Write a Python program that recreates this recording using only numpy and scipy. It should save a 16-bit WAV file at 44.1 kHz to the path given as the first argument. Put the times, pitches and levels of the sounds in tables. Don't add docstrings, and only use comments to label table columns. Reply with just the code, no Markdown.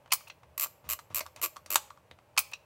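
import sys
import numpy as np
from scipy import signal
from scipy.fft import rfft, irfft
from scipy.io import wavfile

SR = 44100
rng = np.random.default_rng(int(sys.argv[2]) if len(sys.argv) > 2 else 0)


def bounce(signal):
    frames = np.transpose(np.atleast_2d(signal))
    limited = np.clip(frames, -1, 1)
    pcm = np.round(limited * 32767).astype(np.int16)
    wavfile.write(sys.argv[1], SR, pcm)


N = 116865


# f/Hz, relative level/dB
SKIN_COLOUR = [(100, -20), (400, -8), (1100, 0), (1700, -9), (2600, -7), (4500, -16), (7000, -17),
               (10000, -26), (16000, -30)]


def amp(db):
    return 10 ** (np.asarray(db) / 20)


def unit(x):
    return x / np.sqrt(np.mean(x ** 2) + 1e-20)


def read(points, hz):
    f, value = np.transpose(points)
    return np.interp(np.log(hz + 1), np.log(f), value)


def add(mix, s, sound):
    part = mix[max(round(s * SR), 0):][:len(sound)]
    part += sound[:len(part)]


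def causal(gain):
    log_gain = np.log(np.maximum(np.r_[gain, gain[-2:0:-1]], 1e-6))
    spectrum = np.exp(np.conj(signal.hilbert(log_gain)))[:len(gain)]
    h = irfft(spectrum)
    return h / np.linalg.norm(h)


def chatter(envelope, count=4):
    x = rng.standard_normal(len(envelope)) * envelope
    for _ in range(count):
        z = rfft(x)
        flat = irfft(z / (abs(z) + 1e-12), len(x))
        x = flat * envelope ** .5
    return unit(x) * np.sqrt(np.mean(envelope ** 2))


def clicks(rows, colour, rise_s, hold_s, fall_s, ring_db, ring_s, size=4096):
    ripple_db, ripple_hz = 2.6, 520
    out, t, hz = np.zeros(N), np.arange(size) / SR, np.fft.rfftfreq(size, 1 / SR)
    attack = np.minimum((t + 1 / SR) / rise_s, 1)
    decay = np.exp(-np.maximum(t - hold_s, 0) / fall_s)
    envelope = attack * (decay + amp(ring_db) * np.exp(-t / ring_s))
    lag = t * ripple_hz
    for s, db, tilt, bass_db in rows:
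        wander = rfft(rng.standard_normal(size) * lag ** 2 * np.exp(-4 * lag ** 2)).real
        ripple = ripple_db * unit(wander) * np.minimum(hz / 2000, 1)
        treble = tilt * np.log2(np.maximum(hz, 700))
        bass = bass_db / (1 + (hz / 560) ** 4)
        part = causal(amp(read(colour, hz) + ripple + treble + bass))
        add(out, s, amp(db) * signal.fftconvolve(chatter(envelope), part))
    return out


def ring(x, modes):
    out = x
    for hz, db, t60 in modes:
        r = np.exp(-np.log(1000) / (t60 * SR))
        pole = r * np.exp(2j * np.pi * hz / SR)
        out = out + 2 * amp(db) * signal.lfilter([1 - r], [1, -pole], x).real
    return out


def ratchet():
    # t/s, relative level/dB, tilt/(dB per octave), bass/dB
    drops = [(.5773, -4, 0, -3), (.5958, 0, 1, -3), (.6085, -2, 1, -3), (.6170, -2, 1, -3),
             (.6240, -2, 1, -3), (.6300, -2, 1, -3), (.6360, -1, 0, -3), (.6433, -4, 0, -3),
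             (.8891, -6, -1, -5), (.8988, -2, 0, -5), (.9074, -3, 0, -5), (.9157, -3, 0, -5),
             (.9235, -3, 0, -4), (.9320, -3, -1, -3), (1.1452, -1, 1, -3), (1.1565, -1, 1, 0),
             (1.1654, -2, 0, 0), (1.1733, -4, 0, 2), (1.1810, -3, 0, 4), (1.1915, -5, -1, 4),
             (1.4148, -7, -1, 3), (1.4247, -4, 0, 9), (1.4309, -1, -.5, 8), (1.4356, -1, -.5, 8),
             (1.4398, 0, -.5, 8), (1.4445, -3, -.5, 8), (1.4485, -4, -1, 8), (1.4584, -4, -1, 6),
             (1.7030, -2, 0, 6), (1.7143, -4, 0, 4), (1.7238, -2, 0, 4), (1.7328, -3, 0, 4),
             (1.7430, -1, 0, 4)]
    # f/Hz, relative level/dB
    tooth_colour = [(100, -34), (230, -39), (350, -13), (500, -16.5), (620, -3), (760, -20.5), (1130, 2.5),
                    (1400, -8), (1800, -14), (2250, -2.5), (2800, -2.5), (3400, -12.5), (4600, -8.5),
                    (6400, -8), (7600, -0.5), (8800, -11.5), (10000, -5), (11400, -8), (12600, 4),
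                    (14300, -1), (16000, -9)]
    # f/Hz, gain/dB, t60/s
    spring = [(7600, -3, .025), (12170, -8, .06), (12310, -8, .06), (12475, -3, .07), (13350, -5, .035),
              (13810, -8, .05), (14336, -10, .05)]
    teeth = clicks(drops, tooth_colour, rise_s=.0009, hold_s=.0032, fall_s=.0016, ring_db=-25, ring_s=.006)
    return amp(-24.5) * ring(teeth, spring)


def wheel():
    # t/s, relative level/dB, tilt/(dB per octave), bass/dB
    stop_rows = [(1.7564, -12.5, 0, -11)]
    # t/s, relative level/dB, tilt/(dB per octave), bass/dB
    catch_rows = [(1.2055, -34, -1.5, -3.5), (1.2085, -33, -2.5, 0.5), (1.2115, -45.5, -7, -4.5),
                  (1.361, -44, 0, 6), (1.6607, -44, 0, 6)]
    # t/s, relative level/dB, tilt/(dB per octave), bass/dB
    settle_rows = [(.206, -49.5, 4.5, 18), (.654, -48.5, -1, 5), (.658, -40.5, 2.5, 16),
                   (.667, -43, 13.5, 21), (.988, -40.5, 2.5, -14), (.9935, -45.5, 6, 14),
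                   (1.104, -48, -9, 28), (1.256, -48, -7.5, -9), (1.2622, -39.5, 4, 8),
                   (1.559, -45.5, 1.5, -1), (1.5645, -37, 4, 13), (1.9022, -40, -0.5, -31),
                   (1.972, -52, -0.5, -12), (2.364, -39, 1, -4.5), (2.370, -44.5, 0.5, -8)]
    # f/Hz, relative level/dB
    stop_colour = [(100, -30), (240, -31), (370, -7.5), (470, -17), (600, -5), (700, -15.5), (830, 1),
                   (1250, -5), (1550, -11.5), (2100, -12.5), (2750, -8.5), (3600, -12.5), (5600, -14),
                   (7700, -5.5), (9000, -18), (12500, -13.5), (16000, -20)]
    # f/Hz, relative level/dB
    catch_colour = [(100, -24.5), (360, -13), (470, -13.5), (620, 5), (780, -7.5), (1050, -2.5),
                    (1600, -12), (2200, 2), (3200, -13), (5000, -5), (10000, -11.5), (13000, -20.5),
                    (16000, -20)]
    # f/Hz, relative level/dB
    settle_colour = [(100, -36.5), (450, -21), (620, -7), (730, -9.5), (1130, 6), (1400, -2.5),
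                     (1800, -14.5), (2700, -19), (5500, -22), (9000, -30), (16000, -44.5)]
    stop = clicks(stop_rows, stop_colour, rise_s=.0006, hold_s=.0019, fall_s=.0028, ring_db=-26, ring_s=.006)
    catches = clicks(catch_rows, catch_colour, rise_s=.0006, hold_s=.0026, fall_s=.0028,
                     ring_db=-22, ring_s=.006)
    settles = clicks(settle_rows, settle_colour, rise_s=.002, hold_s=.0035, fall_s=.0018,
                     ring_db=-26, ring_s=.006)
    return stop + catches + settles


def shutter():
    # t/s, relative level/dB, tilt/(dB per octave), bass/dB
    open_rows = [(.1196, -19.5, 0, -3), (.1238, -17.5, 1, -3), (2.3758, -18.5, -1, 0), (2.3801, -16, 0, 0)]
    # t/s, relative level/dB, tilt/(dB per octave), bass/dB
    shut_rows = [(.1328, -18, 0, -3), (2.3890, -19, 0.5, 0)]
    # t/s, relative level/dB, tilt/(dB per octave), bass/dB
    button_rows = [(.104, -49.5, 1.5, -6), (.1155, -37, 1.5, 12), (.269, -49.5, -7, -15),
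                   (.274, -54, 5.5, 8), (.280, -52.5, -10, -6), (.2975, -42, -0.5, 4),
                   (2.513, -52.5, -15, 10), (2.5195, -48, -6, 9), (2.5325, -34, 3.5, 2)]
    # f/Hz, relative level/dB
    open_colour = [(30, -65.5), (150, -32), (480, -33.5), (630, -13.5), (850, -8), (1150, 0), (1400, -9),
                   (1650, -20), (2100, -3.5), (2650, 1), (3100, -6.5), (4000, -13.5), (4750, -2.5),
                   (5500, -9), (8000, -10), (12000, -15), (16000, -27.5)]
    # f/Hz, relative level/dB
    shut_colour = [(30, -67.5), (200, -17.5), (500, -18.5), (800, -3.5), (1120, -1), (1600, -8),
                   (2600, -15.5), (5000, -4.5), (7500, -1), (10500, -0.5), (16000, 3)]
    # f/Hz, relative level/dB
    button_colour = [(100, -41.5), (450, -41.5), (850, -9.5), (1200, -11), (1650, -16), (2200, -14),
                     (2620, 2.5), (3050, -12.5), (3400, -12), (3750, -16), (4200, -13.5), (5100, -21),
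                     (5700, -16), (6800, -22.5), (9000, -34.5), (16000, -48)]
    opening = clicks(open_rows, open_colour, rise_s=.00078, hold_s=.0025, fall_s=.002,
                     ring_db=-27.5, ring_s=.007)
    shutting = clicks(shut_rows, shut_colour, rise_s=.0004, hold_s=.003, fall_s=.0069,
                      ring_db=-16.5, ring_s=.01)
    button = clicks(button_rows, button_colour, rise_s=.0019, hold_s=.0051, fall_s=.0049,
                    ring_db=-20.5, ring_s=.0029)
    return opening + shutting + button


def camera():
    # f/Hz, gain/dB, t60/s
    shell = [(838.5, -6.5, 0.091), (1056, -12, 0.02), (1272, -9, 0.05), (1920, -3.5, .1),
             (2420, -13, 0.036), (2770, -8, 0.09), (4206, -1.5, 0.022)]
    return ring(ratchet() + wheel() + shutter(), shell)


def thumb():
    # start t/s, length/s, relative level/dB
    rubs = [(0.84, 0.095, -61), (1.097, 0.095, -59.5), (1.365, 0.04, -57.5), (1.669, 0.058, -61.5)]
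    out = np.zeros(N)
    grip = causal(amp(read(SKIN_COLOUR, np.fft.rfftfreq(2048, 1 / SR))))
    for s, length, db in rubs:
        n = round(length * SR)
        grain_db = 4 * np.repeat(rng.standard_normal(N), 64)[:N]
        grains = rng.standard_normal(N) * amp(grain_db)
        stroke = unit(grains[:n]) * signal.windows.tukey(n, .2)
        add(out, s, amp(db) * signal.fftconvolve(stroke, grip))
    return out


def fingertips():
    # t/s, relative level/dB, tilt/(dB per octave), bass/dB
    touches = [(.058, -53, -3.5, -9), (.075, -57, -2.5, -9), (.431, -52, -3.5, -7), (.8405, -56, -4, -3),
               (2.186, -55, -3.5, -9)]
    return clicks(touches, SKIN_COLOUR, rise_s=.002, hold_s=.0025, fall_s=.005, ring_db=-27.5, ring_s=.006)


def hands(size=16384):
    # t/s, relative level/dB, tilt/(dB per octave), bass/dB
    taps = [(2.1114, -42, 0, 0)]
    # f/Hz, relative level/dB
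    tap_colour = [(100, -12), (350, -1), (550, 0), (1200, -7), (2000, -3), (4000, -7), (5500, -19),
                  (9000, -26), (16000, -37)]
    # t/s, relative level/dB
    bumps = [(.43, -58), (.842, -44.5), (1.102, -47), (1.19, -62), (1.365, -59), (1.57, -60.5),
             (1.665, -57), (1.76, -60), (1.89, -66), (2.09, -64.5), (2.385, -65.5)]
    # f/Hz, relative level/dB
    bump_colour = [(20, -36), (50, -28.5), (78, 2.5), (105, -17.5), (135, -15), (175, -20), (240, -30),
                   (600, -38.5), (2000, -47), (16000, -74.5)]
    # f/Hz, gain/dB, t60/s
    boom = [(80.3, -8.5, 0.88), (123.6, 5, 0.27), (169.3, 2, 0.28)]
    thud_hz, start_hz, glide_s = 76, 120, .016
    out = clicks(taps, tap_colour, rise_s=.0006, hold_s=.002, fall_s=.0018, ring_db=-24, ring_s=.006)
    t = np.arange(size) / SR
    table = causal(amp(read(bump_colour, np.fft.rfftfreq(size, 1 / SR))))
    push = np.minimum(t / .0043, 1) * np.exp(-np.maximum(t - .045, 0) / .027)
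    pitch_hz = thud_hz + (start_hz - thud_hz) * np.exp(-t / glide_s)
    thud = push * np.sin(2 * np.pi * np.cumsum(pitch_hz) / SR)
    for s, db in bumps:
        rumble = signal.fftconvolve(chatter(push), table)[:size]
        add(out, s, amp(db) * (amp(-2.5) * thud + amp(-5) * rumble))
    return ring(out, boom)


def room(x, early_db, early_s, tail_db, delay_s, size=32768):
    # f/Hz, t60/s
    room_t60 = [(200, 0.65), (800, 0.36), (2000, 0.35), (5500, 0.35), (10000, 0.36), (15000, 0.4156)]
    # f/Hz, relative level/dB
    room_colour = [(100, 1), (600, 3.5), (1200, -2), (2500, 2), (6000, 1.5), (10000, -2), (15000, -3.5)]
    t = np.arange(size) / SR
    hz, at, z = signal.stft(rng.standard_normal(size), SR, nperseg=256)
    decay_db = -60 * at / read(room_t60, hz)[:, None]
    z = z * amp(read(room_colour, hz)[:, None] + decay_db)
    onset = np.clip(t / delay_s - .5, 0, 1)
    tail = signal.istft(z, SR, nperseg=256)[1][:size] * onset
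    early = rng.standard_normal(size) * np.exp(-t / early_s) * onset
    h = amp(tail_db) * tail / np.linalg.norm(tail) + amp(early_db) * early / np.linalg.norm(early)
    return signal.fftconvolve(x, h)[:N]


def air():
    # f/Hz, relative level per Hz/dB
    air_colour = [(20, -29), (50, -19), (80, -3.5), (125, -5), (220, -17.5), (400, -16), (520, -10),
                  (610, -5.5), (720, -18), (800, -11.5), (900, -13), (1080, -16.5), (1350, -21),
                  (1900, -24), (2600, -24), (3600, -32.5), (5300, -35), (16000, -39)]
    spectrum = rfft(rng.standard_normal(N)) * amp(read(air_colour, np.fft.rfftfreq(N, 1 / SR)))
    return amp(-63.5) * unit(irfft(spectrum, N))


def scene():
    close = amp(-1.5) * camera() + thumb() + fingertips() + amp(-2.5) * hands()
    reflections = room(close, early_db=-7, early_s=.012, tail_db=-19.5, delay_s=.0011)
    return (close + reflections + air())[None]


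def record(dry):
    lowpass = signal.firwin(255, 15900, window=("kaiser", 8), fs=SR)
    return signal.oaconvolve(dry, lowpass[None], "same")


dry = scene()
out = record(dry)
bounce(out)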